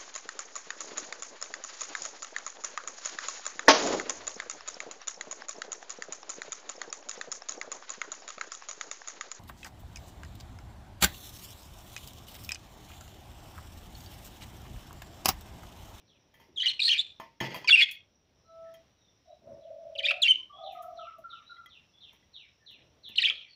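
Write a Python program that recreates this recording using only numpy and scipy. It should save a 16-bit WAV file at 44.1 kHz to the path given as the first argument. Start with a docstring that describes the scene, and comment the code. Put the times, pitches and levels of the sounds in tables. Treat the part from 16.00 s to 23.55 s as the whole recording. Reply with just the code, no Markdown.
"""Budgerigars warble close to the microphone, in a wire cage in a yard: bursts of short bending near-sine notes.
Claws and wings knock and tick on the cage: noisy blows ring the bars, and shaped noise makes mesh and ticks.
Farther off a chick peeps and another bird whistles up a scale in gliding sines, mostly with an echo.
Doves coo in a chopped low tone and hoot once; filtered noise makes the insects, quiet air and gusts."""
import sys
import numpy as np
from scipy import signal
from scipy.fft import rfft, irfft, next_fast_len
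from scipy.io import wavfile

SR = 44100
rng = np.random.default_rng(int(sys.argv[2]) if len(sys.argv) > 2 else 0)


def master(y):
    """Save y as 16-bit WAV."""
    cut = np.clip(np.atleast_2d(y).T, -1, 1)
    pcm = np.round(cut * 32767)  # scale
    wavfile.write(sys.argv[1], SR, pcm.astype(np.int16))


N = 332955
T = np.arange(N) / SR   # time [s]

# contacts on the cage: (time [s], ring, tick, thump and knock levels [dB], tick t60 [s])
CONTACTS = [(0.34, -59, -64, -94, -71, 0.2), (0.399, -58.5, -69, -87, -64.5, 0.35),
            (1.199, -45.5, -58, -67, -43, 0.17), (1.403, -30.5, -49, -39.5, -65, 0.27),
            (1.409, -38.5, -69, -42, -38, 0.24), (1.507, -47, -70, -56, -61.5, .25),
            (1.543, -40.5, -45.5, -66, -49.5, 0.2), (1.646, -45, -77, -69.5, -63, 0.064),
            (1.912, -69, -39.5, -86, -87.5, 0.09), (2.74, -57.5, -53.5, -82.5, -81.5, 0.067),
            (4.722, -69, -60, -69.5, -77, 0.18), (4.823, -66, -55.5, -87.5, -84, 0.21),
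            (5.184, -75, -62.5, -67, -92.5, 0.13), (5.66, -61, -55, -93, -94, 0.026),
            (6.13, -70.5, -65, -76.5, -71, 0.15), (6.709, -67, -63, -84, -80.5, 0.087),
            (7.089, -62, -53, -65.5, -75, 0.061)]
CONTACT_S = 0.004   # t60 of the scuff that starts a contact; also the rise time of its crack


def amp(db):
    """dB to gain."""
    return 10 ** (np.asarray(db) / 20)


def rms_one(x):
    """Scale to unit rms."""
    return x / np.sqrt(np.mean(np.abs(x) ** 2) + 1e-20)


def noise():
    """White noise as long as the scene."""
    return rng.standard_normal(N)


def band_noise(low_hz, high_hz, order=2):
    """Noise between two frequencies, at unit rms."""
    band = signal.butter(order, [low_hz, high_hz], "band", fs=SR, output="sos")
    return rms_one(signal.sosfilt(band, noise()))


def coloured(x, points):
    """Shape a signal by a spectrum of (frequency [Hz], gain [dB]), joined on a log frequency axis."""
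    size = next_fast_len(len(x))
    point_hz, point_db = np.transpose(points)
    log_hz = np.log(np.arange(size // 2 + 1) * SR / size + 1)
    gain = amp(np.interp(log_hz, np.log(point_hz), point_db))
    return irfft(rfft(x, size) * gain, size)[:len(x)]


def wander(hz, order=2):
    """Low-passed noise at unit rms; its first second is dropped so that the filter has settled."""
    low_pass = signal.butter(order, hz, fs=SR, output="sos")
    return rms_one(signal.sosfilt(low_pass, rng.standard_normal(N + SR))[SR:])


def ring(clicks, hz, t60):
    """A decaying resonance: a unit click sets a sine of height 1 ringing."""
    radius, turn = amp(-60 / (t60 * SR)), 2 * np.pi * hz / SR
    feedback = [1, -2 * radius * np.cos(turn), radius * radius]
    return signal.lfilter([0, np.sin(turn)], feedback, clicks + 1e-18)


def echoes(x, t60, fade_s, wall_hz):
    """Walls and foliage scatter sound into a dense dull tail of unit energy that thins out after fade_s."""
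    s = np.arange(SR // 2) / SR
    rise = np.clip(s / (t60 / 40), 0, 1)
    tail = rng.standard_normal(len(s)) * amp(-60 * s / t60) * rise / (1 + (s / fade_s) ** 4)
    tail = signal.sosfilt(signal.butter(1, wall_hz, fs=SR, output="sos"), tail)
    return signal.fftconvolve(x, tail / np.sqrt(np.sum(tail ** 2)))[:N]


def glide(start, length, hz, db, edge_s):
    """Samples, phase and gain of a note whose pitch bends through evenly spaced points."""
    u = np.arange(int((length + edge_s) * SR)) / (length * SR)   # progress through the note
    at = round(start * SR) + np.arange(len(u))
    bend = np.polyfit(np.linspace(0, 1, len(hz)), hz, len(hz) - 1)
    pitch = np.polyval(bend, u)
    edge = np.minimum(u, u[-1] - u) * length / edge_s
    gain = amp(np.interp(u, [.1, .9], db)) * np.sin(np.pi / 2 * np.clip(edge, 0, 1))
    phase = 2 * np.pi * (np.cumsum(pitch) / SR + rng.random())
    keep = at < N
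    return at[keep], phase[keep], gain[keep]


def envelope_db(s, length, attack, release):
    """Attack, hold and release, straight in dB; all but silent outside."""
    edge_db = -22.5   # where attacks start and releases end
    corners = [s, s + attack, s + length - release, s + length]
    return np.interp(T, corners, [edge_db, 0, 0, edge_db], -140, -140)


def budgies():
    """Near-sine notes; an unsteady syrinx chops them into throbs and smears them, and air rasps past the beak."""
    # warble notes: (time [s], length [s], pitch at start, middle and end [Hz], early and late level [dB],
    # roughness [0-1])
    warble = [(0.56, 0.013, 3900, 3640, 3350, -50, -41.5, 0.03),
              (0.574, 0.016, 3220, 3226, 3330, -32, -31, 0.033),
              (0.596, 0.018, 3270, 2968, 3130, -27.5, -31, 0.062),
              (0.609, 0.01, 4200, 3900, 3670, -39, -38.5, 0.056),
              (.62, 0.0051, 3100, 3140, 3320, -19, -24.5, 0.034),
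              (0.631, 0.031, 1893, 2054, 2044, -32, -34.5, 0.2),
              (0.657, 0.025, 3410, 2904, 3060, -20, -23.5, 0.13),
              (0.681, 0.018, 3680, 4270, 3670, -28.5, -28.5, 0.067),
              (0.695, 0.021, 3010, 2870, 2940, -30.5, -33.5, 0.4),
              (0.793, 0.011, 3100, 2420, 2660, -26, -27.5, 0.035),
              (0.801, 0.013, 3870, 4160, 4440, -25, -35.5, 0.13),
              (0.817, 0.016, 3670, 3884, 4380, -23.5, -33, 0.11),
              (0.826, 0.067, 4154, 4060, 4310, -27.5, -28.5, 0.36),
              (.851, 0.019, 4090, 4370, 4250, -21, -28.5, 0.053),
              (0.875, 0.0059, 4240, 4170, 4220, -40, -18.5, 0.19),
              (0.878, 0.011, 1904, 1845, 1890, -24.5, -43, 0.21),
              (0.888, 0.0095, 3550, 2980, 2600, -19, -24.5, 0.11),
              (0.898, 0.019, 2670, 3078, 3225, -23.5, -20, 0.072),
              (0.917, 0.02, 3165, 2980, 2790, -22.5, -23, 0.19),
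              (0.931, 0.023, 2920, 2790, 2580, -30, -45, 0.26),
              (0.935, 0.037, 3300, 2320, 2720, -23.5, -42.5, 0.35),
              (0.964, 0.01, 2780, 2420, 2500, -33, -33, 0.26),
              (.978, 0.035, 3686, 3667, 4160, -29, -32.5, 0.17),
              (.99, 0.0098, 3420, 3504, 3560, -21, -27.5, 0.024),
              (1.674, 0.018, 2830, 2430, 2237, -26.5, -17.5, 0.11),
              (1.692, 0.0063, 1350, 1355, 1523, -19.5, -14, 0.25),
              (1.705, 0.016, 3680, 3434, 3310, -17.5, -17, .04),
              (1.724, 0.009, 2750, 2715, 2770, -16, -10.5, 0.016),
              (1.738, 0.011, 2770, 2746, 2760, -13.5, -11.5, 0.011),
              (1.75, 0.009, 2600, 2636, 2390, -32.5, -15, 0.11),
              (1.758, 0.059, 2603, 2637, 2048, -28.5, -22.5, 0.23),
              (1.774, 0.024, 2580, 2553, 2463, -19, -17.5, 0.035),
              (1.791, 0.026, 2563, 2810, 2730, -28.5, -21, 0.35),
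              (1.802, 0.018, 2202, 2191, 2108, -25.5, -17, 0.11),
              (1.819, 0.015, 3000, 3425, 3320, -15.5, -19.5, 0.15),
              (1.832, 0.0023, 3570, 2810, 3350, -6.5, -31, 0.079),
              (3.952, 0.012, 3250, 2920, 2629, -41, -42.5, 0.081),
              (3.977, 0.017, 5158, 3774, 3004, -52.5, -26.5, 0.05),
              (3.996, 0.013, 2790, 2330, 1910, -34.5, -40.5, 0.15),
              (4.026, 0.0098, 4800, 3900, 2800, -49.5, -37, 0.14),
              (4.034, 0.016, 2510, 2380, 2520, -36, -27, 0.08),
              (4.051, 0.019, 3310, 3716, 3620, -25, -31.5, 0.1),
              (4.056, 0.0072, 3710, 3230, 3040, -25, -28, .08),
              (4.063, 0.014, 1530, 2157, 2530, -28.5, -32.5, 0.25),
              (4.082, 0.024, 3670, 3650, 3680, -37, -42, .15),
              (4.084, 0.016, 2320, 2664, 2510, -20.5, -22, 0.05),
              (4.107, 0.014, 2900, 2590, 2730, -26, -31, 0.2),
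              (4.106, 0.0084, 1402, 1356, 1235, -23, -18.5, 0.13),
              (4.218, 0.017, 4455, 3640, 3350, -27, -21.5, 0.021),
              (4.2342, 0.0031, 3260, 3203, 3100, -13.5, -19.5, .03),
              (4.241, 0.026, 2844, 2770, 2707, -26, -20.5, 0.12),
              (4.2741, 0.0039, 2430, 2260, 2150, -9.5, -31, 0.04),
              (4.28, 0.037, 2990, 3117, 2936, -19, -16, 0.0047),
              (7.156, 0.0043, 2750, 3150, 3600, -26, -43, 0.093),
              (7.159, 0.0073, 4240, 4160, 3900, -32, -47, 0.43),
              (7.168, 0.014, 3660, 4264, 3430, -44, -28, 0.038),
              (7.182, 0.0077, 3240, 2967, 2640, -12.5, -20.5, 0.018),
              (7.189, 0.02, 2645, 1870, 2590, -37.5, -33, 0.22),
              (7.207, 0.018, 4930, 4445, 3670, -55, -21, 0.077),
              (7.222, 0.0083, 4030, 3620, 3730, -27, -31, 0.19),
              (7.229, 0.0053, 1960, 1860, 2200, -20.5, -34, 0.096),
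              (7.237, 0.015, 2470, 2740, 3480, -20.5, -23, 0.047),
              (7.255, 0.0052, 3600, 3280, 3080, -15, -18, 0.02),
              (7.263, 0.016, 2730, 2364, 2180, -30, -29, .27),
              (7.275, 0.016, 2100, 2292, 2535, -34, -25.5, 0.11),
              (7.299, 0.0054, 2870, 3410, 3320, -7, -45.5, 0.057),
              (7.304, 0.0085, 1370, 1268, 1194, -28, -31, 0.11)]
    # octave partial against the note, strongest on low notes: (middle pitch [Hz], level [dB])
    octave = [(1300, -3), (1900, -4), (2300, -17), (2800, -27.5), (3300, -23), (4300, -19.5)]
    # throat and beak colour: (frequency [Hz], gain [dB])
    beak = [(500, -22.5), (1100, -20), (1700, -0.5), (4500, 6), (6000, -4), (10000, -6), (16000, -8)]
    third_db, fourth_db = -32, -40   # further partials against the note, before any opening boost
    opening_db, pause_s, loud_db = 13, 0.07, -24   # boost of octave and third after a gap between note starts
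    reedy_until_s, reedy_db = 1.1, -17   # the first singer is reedier: its octave never falls below this
    flutter_hz, wobble_hz, throb_hz = 870, 300, (90.14, 233)   # width of smear and pitch tremor, throb band
    rasp_db = -62   # breathy edge of the warble

    flutter = (wander(flutter_hz, order=4) + 1j * wander(flutter_hz, order=4)) / np.sqrt(2)
    throb = np.tanh(band_noise(*throb_hz, order=1))
    wobble = wander(wobble_hz, order=4)
    out, effort, last = np.zeros(N), np.zeros(N), 0
    for s, length, *hz, early_db, late_db, rough in warble:
        at, phase, gain = glide(s, length, hz, [early_db, late_db], edge_s=0.0028)
        phase = phase + 1.6 * rough * wobble[at]
        boost_db = opening_db if s - last > pause_s and late_db > loud_db else 0
        last = s
        octave_db = np.interp(hz[1], *np.transpose(octave)) + boost_db
        if s < reedy_until_s:
            octave_db = max(octave_db, reedy_db)

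        upper = amp(octave_db) * np.exp(2j * phase)
        upper += amp(third_db + boost_db) * np.exp(3j * phase)
        if max(hz) < SR / 10:   # keeps the fourth partial from aliasing
            upper += amp(fourth_db) * np.exp(4j * phase)
        # the upper partials are the raspiest
        tone = np.exp(1j * phase) + upper * (1 + (.35 + 1.5 * rough) * flutter[at])
        depth = min(4 * rough, 1)
        membrane = (1 + depth * throb[at]) / (1 + depth / 2) + 1.4 * rough ** 2 * flutter[at]
        out[at] += gain * np.real(tone * membrane)
        effort[at] += gain * rough
    hiss = np.diff(rng.standard_normal(N + 2), 2)   # turbulence, strongest in the treble
    return coloured(out + amp(rasp_db) * effort * hiss, beak)


def bars():
    """Each contact is a noisy scuff that rings the bars anew and thumps the perch."""
    # modes of the bars: (frequency [Hz], level [dB], t60 [s])
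    bar_modes = [(131.15, 0.5, 0.35), (216, 2.5, 0.19), (341.4, 4, 0.12), (660, -2.5, 0.25), (916, 2, 0.33),
                 (1040, -1, 0.081), (1770, -5.5, 0.22), (1955, -7.5, 0.25), (2040, -4.5, .17),
                 (2290, -11.5, 0.23), (2489, -10, 0.2), (3030, -8.5, 0.15), (3226, -0.5, 0.11),
                 (5350, -13.5, .15), (6500, -11.5, .09)]
    thump_lag_s = 0.008   # the perch answers late
    rattle_s, rattle_db = 0.16, -20   # t60 and level of the rattle after the scuff
    s, ring_db, _, thump_db, knock_db, _ = np.transpose(CONTACTS)
    at = np.round(s * SR).astype(int)
    strength_db = rng.normal(-3, 2.5, (len(at), len(bar_modes)))   # no two blows excite the modes alike
    t, out = T[:SR // 10], np.zeros(N)
    for k, (hz, level_db, t60) in enumerate(bar_modes):
        blow_db = thump_db if hz < 500 else knock_db if hz < 1300 else ring_db
        lag = round(thump_lag_s * SR) if hz < 500 else 0
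        clicks = np.zeros(N)
        clicks[at + lag] = amp(blow_db + level_db + strength_db[:, k])
        decay = amp(-60 * t / CONTACT_S) + amp(rattle_db - 60 * t / rattle_s)
        scuff = rng.standard_normal(len(t)) * decay
        scuff /= abs(scuff @ np.exp(2j * np.pi * hz * t))   # unit strength at the mode
        out += ring(signal.oaconvolve(clicks, scuff)[:N], hz, t60)
    return out * amp(1.5 * wander(90.0))   # loose wires beat and damp the ring


def mesh():
    """Contacts crack drily and tick, and leave the many wires of the mesh shivering: bursts of shaped noise."""
    # shiver of the mesh, before it is made ragged: (frequency [Hz], relative level [dB])
    shiver_colour = [(70, -29), (123, -9), (339, -11.5), (800, -12), (1400, -23.5), (1900, -14),
                     (3250, -15.5), (3750, -27.5), (5300, -27), (7000, -36), (9100, -51), (15400, -120)]
    # colour of the ticks: (frequency [Hz], relative level [dB])
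    tick_colour = [(3820, -31), (6500, -10.5), (8350, -21.5), (9240, -23), (10300, -9.5), (14800, -7),
                   (15900, -3.5)]
    crack_db, crack_s, crack_hz = -5, 0.05, (1300, 3800)   # level against the ring, t60, band
    wires, ragged_db = 240, 5
    shiver, tick, crack = np.zeros((3, N))
    for s, ring_db, tick_db, _, _, t60 in CONTACTS:
        i = round(s * SR)
        t = T[:N - i]
        shiver[i:] += amp(ring_db - 6 - 60 * t / (1.9 * t60)) * np.tanh(t / 0.011) ** 2
        crack[i:] += amp(ring_db + crack_db - 60 * t / crack_s) * np.tanh(t / CONTACT_S)
        tick[i:] += amp(tick_db - 60 * t / t60)
    hz, db = np.transpose(shiver_colour)
    wire_hz = np.geomspace(hz[0], hz[-1], wires)
    wire_db = np.interp(np.log(wire_hz), np.log(hz), db) + rng.normal(0, ragged_db, wires)   # loud and faint
    buzz = shiver * rms_one(coloured(noise(), np.c_[wire_hz, wire_db]))
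    buzz += tick * rms_one(coloured(noise(), tick_colour))
    grain = amp(1.0 * wander(180.0) + 1.5 * wander(29.0))   # wires buzz against each other unevenly
    return crack * band_noise(*crack_hz) + grain * buzz


def struck(blows, modes):
    """Each blow is one short click into a few quick modes."""
    clicks = np.zeros(N)
    for s, db in blows:
        clicks[round(s * SR)] = amp(db)
    return sum(amp(db) * ring(clicks, hz, t60) for hz, db, t60 in modes)


def perch_taps():
    """Hard taps set a plastic perch ringing briefly."""
    # (time [s], level [dB])
    tap_blows = [(1.545, -33), (1.645, -36.5)]
    # modes of the perch: (frequency [Hz], level [dB], t60 [s])
    perch_modes = [(1004, -1, .07), (2480, -3, 0.055), (4650, -4.5, 0.029)]
    return struck(tap_blows, perch_modes)


def wire_plucks():
    """A beak plucks a single wire, which rings at two pitches."""
    # (time [s], level [dB])
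    plucks = [(5.567, -60), (5.66, -49.5), (6.228, -66.5)]
    # modes of the wire: (frequency [Hz], level [dB], t60 [s])
    wire_modes = [(2010, 0.5, 0.11), (3289, -1, .09)]
    return struck(plucks, wire_modes)


def far_birds(notes, edge_s, unsteady_db):
    """Gliding sines, a little unsteady after the long way through moving air."""
    out = np.zeros(N)
    for s, length, hz, db in notes:
        at, phase, gain = glide(s, length, hz, db, edge_s)
        out[at] += gain * np.sin(phase)
    return out * amp(unsteady_db * wander(100))


def chick():
    """Peeps alike in length and falling pitch, coloured by what carries over the distance."""
    # (time [s], level before the distance colour [dB])
    peep_times = [(0.066, -71), (3.599, -79), (4.627, -58), (4.961, -58), (5.288, -60), (5.685, -64.5),
                  (5.999, -61), (6.328, -56.5), (6.655, -58.5), (7.028, -57.5), (7.339, -54)]
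    # what carries of the peeps: (frequency [Hz], gain [dB])
    carried = [(1500, -20.5), (2200, -15.5), (2800, -4), (3400, 5.5), (4000, 5.5), (4900, -9)]
    pitch_hz = (4650, 3150, 2600, 2000)   # at four even steps
    notes = [(s, 0.12, pitch_hz, [db, db]) for s, db in peep_times]
    return coloured(far_birds(notes, edge_s=0.022, unsteady_db=4), carried)


def faint_birds():
    """Faint single notes of other birds, each a sine gliding straight from one pitch to another."""
    # (time [s], length [s], pitch at start and end [Hz], level [dB])
    tweets = [(.478, 0.016, 365, 358, -61), (0.646, 0.012, 1290, 960, -64.5),
              (2.46, 0.045, 4120, 3920, -77), (2.641, 0.029, 1933, 1740, -69),
              (2.96, 0.13, 3900, 3500, -81), (3.248, 0.081, 3796, 3930, -76.5),
              (4.329, 0.024, 288, 328, -67.5), (4.52, 0.17, 3264, 3620, -65),
              (5.461, 0.046, 3870, 4030, -62.5), (5.92, 0.11, 3395, 3544, -69.5),
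              (6.584, .05, 1836, 1763, -81), (7.197, 0.013, 404, 383, -66.5), (7.279, 0.028, 513, 528, -67),
              (7.479, 0.057, 4590, 4320, -65.5)]
    notes = [(s, length, (a, (a + b) / 2, b), [db, db]) for s, length, a, b, db in tweets]
    return far_birds(notes, edge_s=0.009, unsteady_db=6)


def scale_whistles():
    """Sine whistles up a scale, in pairs after one lead-in note; each drops and fades at its end."""
    # first note of each pair: (time [s], pitch [Hz], level [dB])
    first_notes = [(4.496, 1180, -48.5), (4.749, 1278, -44), (4.986, 1330, -39.5), (5.237, 1397, -41.5),
                   (5.493, 1432, -44.5)]
    # single note ahead of the pairs: (time [s], pitch [Hz], level [dB])
    lead_note = (4.375, 1080, -64)
    repeat_s, repeat_db = 0.083, -1.5   # second note of a pair against the first
    settle_hz, settle = 1392, 0.448   # it settles this share of the way to a home pitch
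    bend, fade_db = np.array([1, 0.94, 0.85]), -23.5   # pitch ratios and fade within a note
    scale = [lead_note, *first_notes]
    for s, hz, db in first_notes:
        scale.append((s + repeat_s, hz + settle * (settle_hz - hz), db + repeat_db))
    notes = [(s, 0.085, hz * bend, [db, db + fade_db]) for s, hz, db in scale]
    return far_birds(notes, edge_s=0.016, unsteady_db=0.5)


def dove_coos():
    """Rolling coos: a low tone chopped by an uneven roll."""
    # (time [s], length [s], centre pitch at start and end [Hz], level [dB],
    # mean throb rate at start and end [1/s], attack [s], release [s])
    coos = [(3.251, 0.11, 668, 667, -52, 97.5, 89.7, 0.053, 0.026),
            (3.42, 0.37, 621.5, 586, -48.5, 80.5, 79.6, 0.059, 0.29),
            (3.6, 0.56, 619.6, 608, -47, 80.4, 77.4, 0.058, 0.027),
            (4.101, 0.2, 673.5, 607, -49.5, 108.4, 79.7, 0.018, 0.1),
            (4.533, 0.222, 695, 700, -43, 101.7, 91.2, 0.11, 0.067),
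            (4.72, 0.37, 709, 660, -47.5, 43.7, 45.5, 0.01, 0.049),
            (5.16, 0.07, 648, 598, -50.5, 30.15, 39.4, 0.028, 0.028)]
    out, uneven, waver = np.zeros(N), wander(18.0), wander(35.4)
    for s, length, hz, end_hz, db, throbs, end_throbs, attack, release in coos:
        span = [s, s + length]
        gain = amp(db + envelope_db(s, length, attack, release) + 0.34 * waver)
        rate = np.interp(T, span, [throbs, end_throbs]) * (1 + .25 * uneven)
        pitch = np.interp(T, span, [hz, end_hz]) * (1 + .025 * waver)
        roll = np.cos(np.pi * np.cumsum(rate) / SR) + 0.23   # half a turn per throb
        out += 2 * gain * roll * np.sin(2 * np.pi * np.cumsum(pitch) / SR)
    return out


def dove_hoot():
    """A clear hoot: a steady tone that swells to its middle, with an octave that stops early."""
    start_s, length_s, octave_s = 2.445, 0.4, 0.285
    attack_s, release_s = 0.055, 0.03
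    pitch_hz, peak_db, swell_db, octave_level_db = 658, -48.5, 21, -56.5   # levels are rms
    swell = np.sin(np.pi * np.clip((T - start_s) / length_s, 0, 1)) - 1
    db = peak_db + swell_db * swell + envelope_db(start_s, length_s, attack_s, release_s)
    octave_db = octave_level_db + envelope_db(start_s, octave_s, attack_s, release_s)
    phase = 2 * np.pi * pitch_hz * T
    return np.sqrt(2) * (amp(db) * np.sin(phase) + amp(octave_db) * np.sin(2 * phase))


def insects():
    """Narrow bands of hiss, each swelling and fluttering on its own."""
    # (centre [Hz], width [Hz], middle level [dB])
    insect_bands = [(5450, 560, -81.5), (5760, 230, -82)]
    out = np.zeros(N)
    for hz, width, db in insect_bands:
        swell_db = 2.5 * wander(3) + 2 * wander(20)
        out += amp(db + swell_db) * band_noise(hz - width / 2, hz + width / 2)
    return out


def gusts():
    """Moving air on the microphone: lumpy low noise that swells when wings stir the air."""
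    # middle level over time: (time [s], level [dB])
    gust_levels = [(0, -71), (.95, -73.5), (2.1, -73), (3.379, -75), (3.53, -53), (3.621, -70),
                   (3.742, -74.5), (6.6, -80.5), (6.848, -65), (7.55, -88)]
    s, db = np.transpose(gust_levels)
    puff = coloured(noise(), [(30, -18.5), (80, 2), (250, -4.0), (600, -8.0), (2000, -30.5), (4000, -49.0)])
    return amp(np.interp(T, s, db) + 1.5 * wander(9.3)) * rms_one(puff)


def quiet_air():
    """Distant rumble and hiss: shaped noise that drifts slowly in level."""
    # (frequency [Hz], relative level [dB])
    air_colour = [(15, -32.5), (25, 1.5), (87, 3.5), (223, -5), (450, -9.5), (558, -8), (1560, -15),
                  (3800, -13.5), (4720, -20.5), (5700, -19), (6350, -26), (7880, -35.5), (13500, -38),
                  (14700, -31), (15900, -31)]
    return amp(-70.5 + 1.5 * wander(1.9)) * rms_one(coloured(noise(), air_colour))


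def scene():
    """Near sounds get a short yard tail; the chick and faint birds arrive mostly as echo."""
    warble = budgies()
    blur_db = 2.2 * wander(70)   # fast random level wander keeps the echo tails from ringing at fixed pitches
    yard = amp(-17.0 + blur_db) * echoes(warble, t60=0.41, fade_s=0.19, wall_hz=5000)
    yard += amp(-9) * echoes(warble, t60=.06, fade_s=.05, wall_hz=7000)   # close surfaces answer at once
    cage = bars() + mesh() + perch_taps() + wire_plucks()

    peeps = chick() + faint_birds()
    far = amp(-3) * peeps
    far += amp(1.5 + blur_db) * echoes(peeps, t60=0.34, fade_s=0.32, wall_hz=6140)
    far += amp(-23.5) * np.roll(far, round(0.12 * SR))   # a late return from a far wall
    whistle = scale_whistles()
    far += whistle + amp(-3.0) * echoes(whistle, t60=0.32, fade_s=0.32, wall_hz=5950)
    doves = dove_coos() + dove_hoot()
    far += doves + amp(-11) * echoes(doves, t60=.3, fade_s=.08, wall_hz=6000)
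    return (warble + yard + cage + far + insects() + gusts() + quiet_air())[None]


def record(dry):
    """The microphone loses the deep bass and rounds the peaks; the top is cut steeply."""
    bass_cut = signal.butter(2, 45, "high", fs=SR, output="sos")
    rounded = .6 * np.tanh(signal.sosfilt(bass_cut, dry) / .6)
    top_cut = signal.cheby2(14, 70, 16300, fs=SR, output="sos")   # 70 dB down from 16300 Hz
    return signal.sosfilt(top_cut, rounded)


dry = scene()
out = record(dry)
master(out)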